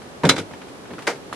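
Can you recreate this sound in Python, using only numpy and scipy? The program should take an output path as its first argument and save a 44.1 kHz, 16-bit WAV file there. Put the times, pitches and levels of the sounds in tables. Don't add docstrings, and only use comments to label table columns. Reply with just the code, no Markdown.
import sys
import numpy as np
from scipy import signal
from scipy.fft import rfft, irfft, next_fast_len
from scipy.io import wavfile

SR = 44100
rng = np.random.default_rng(int(sys.argv[2]) if len(sys.argv) > 2 else 0)


def log_audio(samples):
    frames = np.atleast_2d(samples).T
    limited = np.clip(frames, -1, 1)
    pcm = np.round(limited * 32767).astype(np.int16)
    wavfile.write(sys.argv[1], SR, pcm)


N = 59535
RING_SAMPLES = SR // 3
FFT_SIZE = next_fast_len(N + SR // 4, real=True)
HZ = np.fft.rfftfreq(FFT_SIZE, 1 / SR)

# frequency in Hz, side relative to mid in dB.
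CABIN_WIDTH = [(60, -10), (200, -23), (400, -18.5), (1300, -9.5), (2400, -6.5), (4400, -2.5), (8000, 1.5)]
# frequency in Hz, level in dB.
TAP_SPECTRUM = [(50, -6.5), (140, -4.5), (280, 5), (550, -0.5), (900, -1.5), (1350, -5.5), (2000, -6),
                (3200, -12.5), (5500, -24), (12000, -33)]
# frequency in Hz, level in dB, T60 in seconds.
TUBE_MODES = [(307, -18, 0.078), (1230, -0.5, 0.014), (1450, -5.5, 0.02)]


def frame_clacks():
    # start in seconds, then level, bass and treble in dB.
    contacts = [(.2515, -6.5, 8, -1.5), (.2909, -5.5, -3, 12), (.2938, 8.5, -1, -2), (.2995, 3, -11, -9),
                (.3585, -30, -11, 10), (.3638, -12.5, 12.5, -2.5), (.3825, -21, 29, 10.5),
                (.3875, -13.5, 14.5, -3.5), (.394, -18, -16, -5)]
    # frequency in Hz, contact level in dB.
    spectrum = [(40, 6), (120, -9), (300, -0.5), (650, -2.5), (1200, -2.5), (1420, 6.5), (1720, -2.5),
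                (2250, 3.5), (2750, -4.5), (3550, 0.5), (4300, -6.5), (5400, -7.5), (8500, -14),
                (12000, -26.5)]
    # frequency in Hz, level in dB, T60 in seconds.
    frame_modes = [(930, -8, .07), (1400, 6, .09), (1500, -2, .05), (1886, -9, .11), (2131, -2, .09),
                   (2270, 2, .08), (2950, -4, .06), (3511, 5, .07), (3850, -2, .07), (3990, -3, .1),
                   (4459, -7, .1), (4830, -7, .08), (8818, -15, .09)]
    return amp(10.5) * impacts(contacts, spectrum, frame_modes, ring_db=-6.5,
                               direct_db=-14.5, early_db=5, early_t60=0.05, t60_scale=0.99)


def seat_thuds():
    # start in seconds, then level, bass and treble in dB.
    contacts = [(.2348, -3.5, -6, 5), (.2405, -2, 2.5, 0), (.2455, 3, -4.5, -13.5),
                (.2665, -11.5, 10, 17.5), (.2960, -9, 2.5, -10), (.3108, -5, -3.5, -1),
                (.3375, -11.5, -3.5, 0), (.3645, -22.5, -3, -45), (.379, -14, 2, 19), (.398, -20.5, 5, 25)]
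    # frequency in Hz, contact level in dB.
    spectrum = [(30, -16), (70, -13), (110, -6), (175, 4.5), (300, -2), (470, -2.5), (900, -8.5),
                (1500, -11.5), (3000, -24.5), (6000, -38), (12000, -50)]
    # frequency in Hz, level in dB, T60 in seconds.
    floor_modes = [(100, -9, .16), (168, 9, .035), (185, -5, .2), (270, -3, .24), (312, -9, .22),
                   (355, -11, .2), (452, -4, .2), (539, -13, .2), (633, -16, .2), (930, -10, .16)]
    return amp(12) * impacts(contacts, spectrum, floor_modes, ring_db=1,
                             direct_db=-20, early_db=-1, early_t60=0.051, t60_scale=1.24)


def furniture_knock():
    # start in seconds, then level, bass and treble in dB.
    contacts = [(1.0698, -7.5, -13.5, 3.5), (1.0742, -3, -6.5, 0), (1.078, -2.5, -0.5, -2),
                (1.087, -11.5, 7, -17), (1.1025, -21, 0, 10), (1.111, -27, 0, 8)]
    # frequency in Hz, contact level in dB.
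    spectrum = [(50, -18), (150, -19), (270, 4), (460, -2), (620, 1), (780, 3), (1100, -4.5), (1400, -3),
                (2050, -1.5), (2700, -8.5), (3700, -14), (5200, -13.5), (8000, -22), (12000, -30.5)]
    # frequency in Hz, level in dB, T60 in seconds.
    furniture_modes = [(280, 4, .17), (410, 5, 0.38), (474.4, 3, 0.21), (910, 2, 0.17), (1310, 3, 0.1),
                       (1416, 10, 0.15), (1720, -29, .12), (1950, 5, 0.15), (2240, 10, 0.085)]
    return amp(11) * impacts(contacts, spectrum, furniture_modes, ring_db=-5.5,
                             direct_db=-7, early_db=-5.5, early_t60=0.03, t60_scale=1.38)


def foot_taps():
    # start in seconds, then level, bass and treble in dB.
    contacts = [(.018, -27.5, 3, 9), (.51, -24, 12.5, 0), (.535, -18.5, -2, 0), (.616, -14, -30, -8),
                (.684, -28, -6, 9), (.855, -20, -29, -8), (.9058, -19, 14.5, -2), (.934, -21, 8.5, 3),
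                (.99, -16.5, -4, 2.5), (1.022, -25.5, 10, 16.5), (1.157, -29, 0, 14), (1.33, -19, 7, 15)]
    return amp(9) * impacts(contacts, TAP_SPECTRUM, TUBE_MODES, ring_db=-12.5,
                            direct_db=-22, early_db=-11.5, early_t60=0.027, t60_scale=1.05)


def tube_tocks():
    # start in seconds, then level, bass and treble in dB.
    contacts = [(.9828, -8, 4.5, -2), (1.3272, 1, -2, -5)]
    return amp(-4.5) * impacts(contacts, TAP_SPECTRUM, TUBE_MODES, ring_db=1.5,
                               direct_db=-7, early_db=1.5, early_t60=0.028, t60_scale=0.92)


def impacts(contacts, spectrum, modes, ring_db, **cabin):
    bass_hz, treble_hz, low_cut_hz = 420, 2670, 95
    gain = amp(along(spectrum, HZ))
    gain = gain / np.sqrt(np.mean(gain ** 2)) * mid_side_gain(CABIN_WIDTH)
    cracks = filtered(np.array([cabin_response(**cabin) for _ in contacts]), gain)
    track = np.zeros((2, N + RING_SAMPLES))
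    for (start, db, bass_db, treble_db), crack in zip(contacts, cracks):
        bass_shelf = bass_db / (1 + (HZ / bass_hz) ** 2)
        treble_shelf = treble_db * HZ ** 2 / (HZ ** 2 + treble_hz ** 2)
        blow = filtered(crack + amp(ring_db) * modal_ring(modes), amp(bass_shelf + treble_shelf))
        onset = round(start * SR)
        track[:, onset:onset + RING_SAMPLES] += amp(db) * blow
    radiation = HZ ** 3 / np.sqrt(HZ ** 6 + low_cut_hz ** 6)
    return filtered(track[:, :N], radiation + 1e-2)


def modal_ring(modes, scatter_db=7.0):
    t = np.arange(RING_SAMPLES) / SR
    hz, db, t60 = np.transpose(modes)[:, :, None]
    polarity = (-1) ** np.arange(len(hz))[:, None]
    decay = polarity * amp(db + scatter_db * rng.standard_normal(hz.shape) - 60 * t / t60)
    mid = np.sum(decay * np.sin(2 * np.pi * hz * t), axis=0)
    side_phase = 2 * np.pi * (hz * t + rng.random(hz.shape))
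    side = np.sum(decay * amp(along(CABIN_WIDTH, hz)) * np.sin(side_phase), axis=0)
    return np.array([mid, side]) / np.linalg.norm(mid)


def cabin_response(direct_db, early_db, early_t60, t60_scale):
    # frequency in Hz, T60 in seconds before scaling.
    reverb_times = [(100, .16), (300, .15), (1000, 0.11), (4000, 0.12), (12000, 0.13)]
    t = np.arange(RING_SAMPLES) / SR
    hz, frame_times, noise = signal.stft(rng.standard_normal((2, RING_SAMPLES)), SR, nperseg=128)
    tail_t60 = t60_scale * along(reverb_times, hz)[:, None]
    tail = signal.istft(noise * amp(-60 * frame_times / tail_t60), SR)[1][:, :RING_SAMPLES]
    early = rng.standard_normal((2, RING_SAMPLES)) * amp(-60 * t / early_t60)
    response = tail / np.linalg.norm(tail[0]) + amp(early_db) * early / np.linalg.norm(early[0])
    response[0, 0] += amp(direct_db)
    return response / np.linalg.norm(response[0])


def outdoor_rush():
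    # frequency in Hz, relative spectral density in dB.
    spectrum = [(30, -23), (60, -10), (125, -3.5), (200, -1), (400, -0.5), (650, -5.5), (1000, -9.5),
                (1400, -13.5), (2100, -19), (3700, -22), (7000, -27.5), (12000, -32.5)]
    # frequency in Hz, side relative to mid in dB.
    width = [(50, -2), (200, -7), (400, -6), (1300, 0), (2500, 1.5)]
    gain = amp(along(spectrum, HZ)) * mid_side_gain(width)
    rush = irfft(rfft(rng.standard_normal((2, FFT_SIZE))) * gain, FFT_SIZE)[:, :N]
    return amp(-41) * rush / rush[0].std()


def amp(db):
    return 10 ** (np.asarray(db) / 20)


def along(points, hz):
    freqs, values = np.transpose(points)
    return np.interp(np.log(hz + 1), np.log(freqs + 1), values)


def mid_side_gain(width):
    return np.array([np.ones_like(HZ), amp(along(width, HZ))])


def filtered(x, gain):
    cepstrum = irfft(np.log(np.maximum(gain, 1e-6)), FFT_SIZE)
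    cepstrum[..., 1:FFT_SIZE // 2] *= 2
    cepstrum[..., FFT_SIZE // 2 + 1:] = 0
    return irfft(rfft(x, FFT_SIZE) * np.exp(rfft(cepstrum)), FFT_SIZE)[..., :x.shape[-1]]


def scene():
    balance_db = -0.13
    chair = seat_thuds() + frame_clacks() + furniture_knock() + foot_taps() + tube_tocks()
    mid, side = chair + outdoor_rush()
    return np.array([(mid + side) * amp(balance_db), (mid - side) * amp(-balance_db)])


def record(dry):
    mic_hz, top_hz = 11950, 15850
    heard = filtered(dry, 1 / np.sqrt(1 + (HZ / mic_hz) ** 90) + 1e-3)
    clipped = heard / (1 + np.abs(heard) ** 8) ** (1 / 8)
    return irfft(rfft(clipped, FFT_SIZE) * (HZ < top_hz), FFT_SIZE)[:, :N]


dry = scene()
out = record(dry)
log_audio(out)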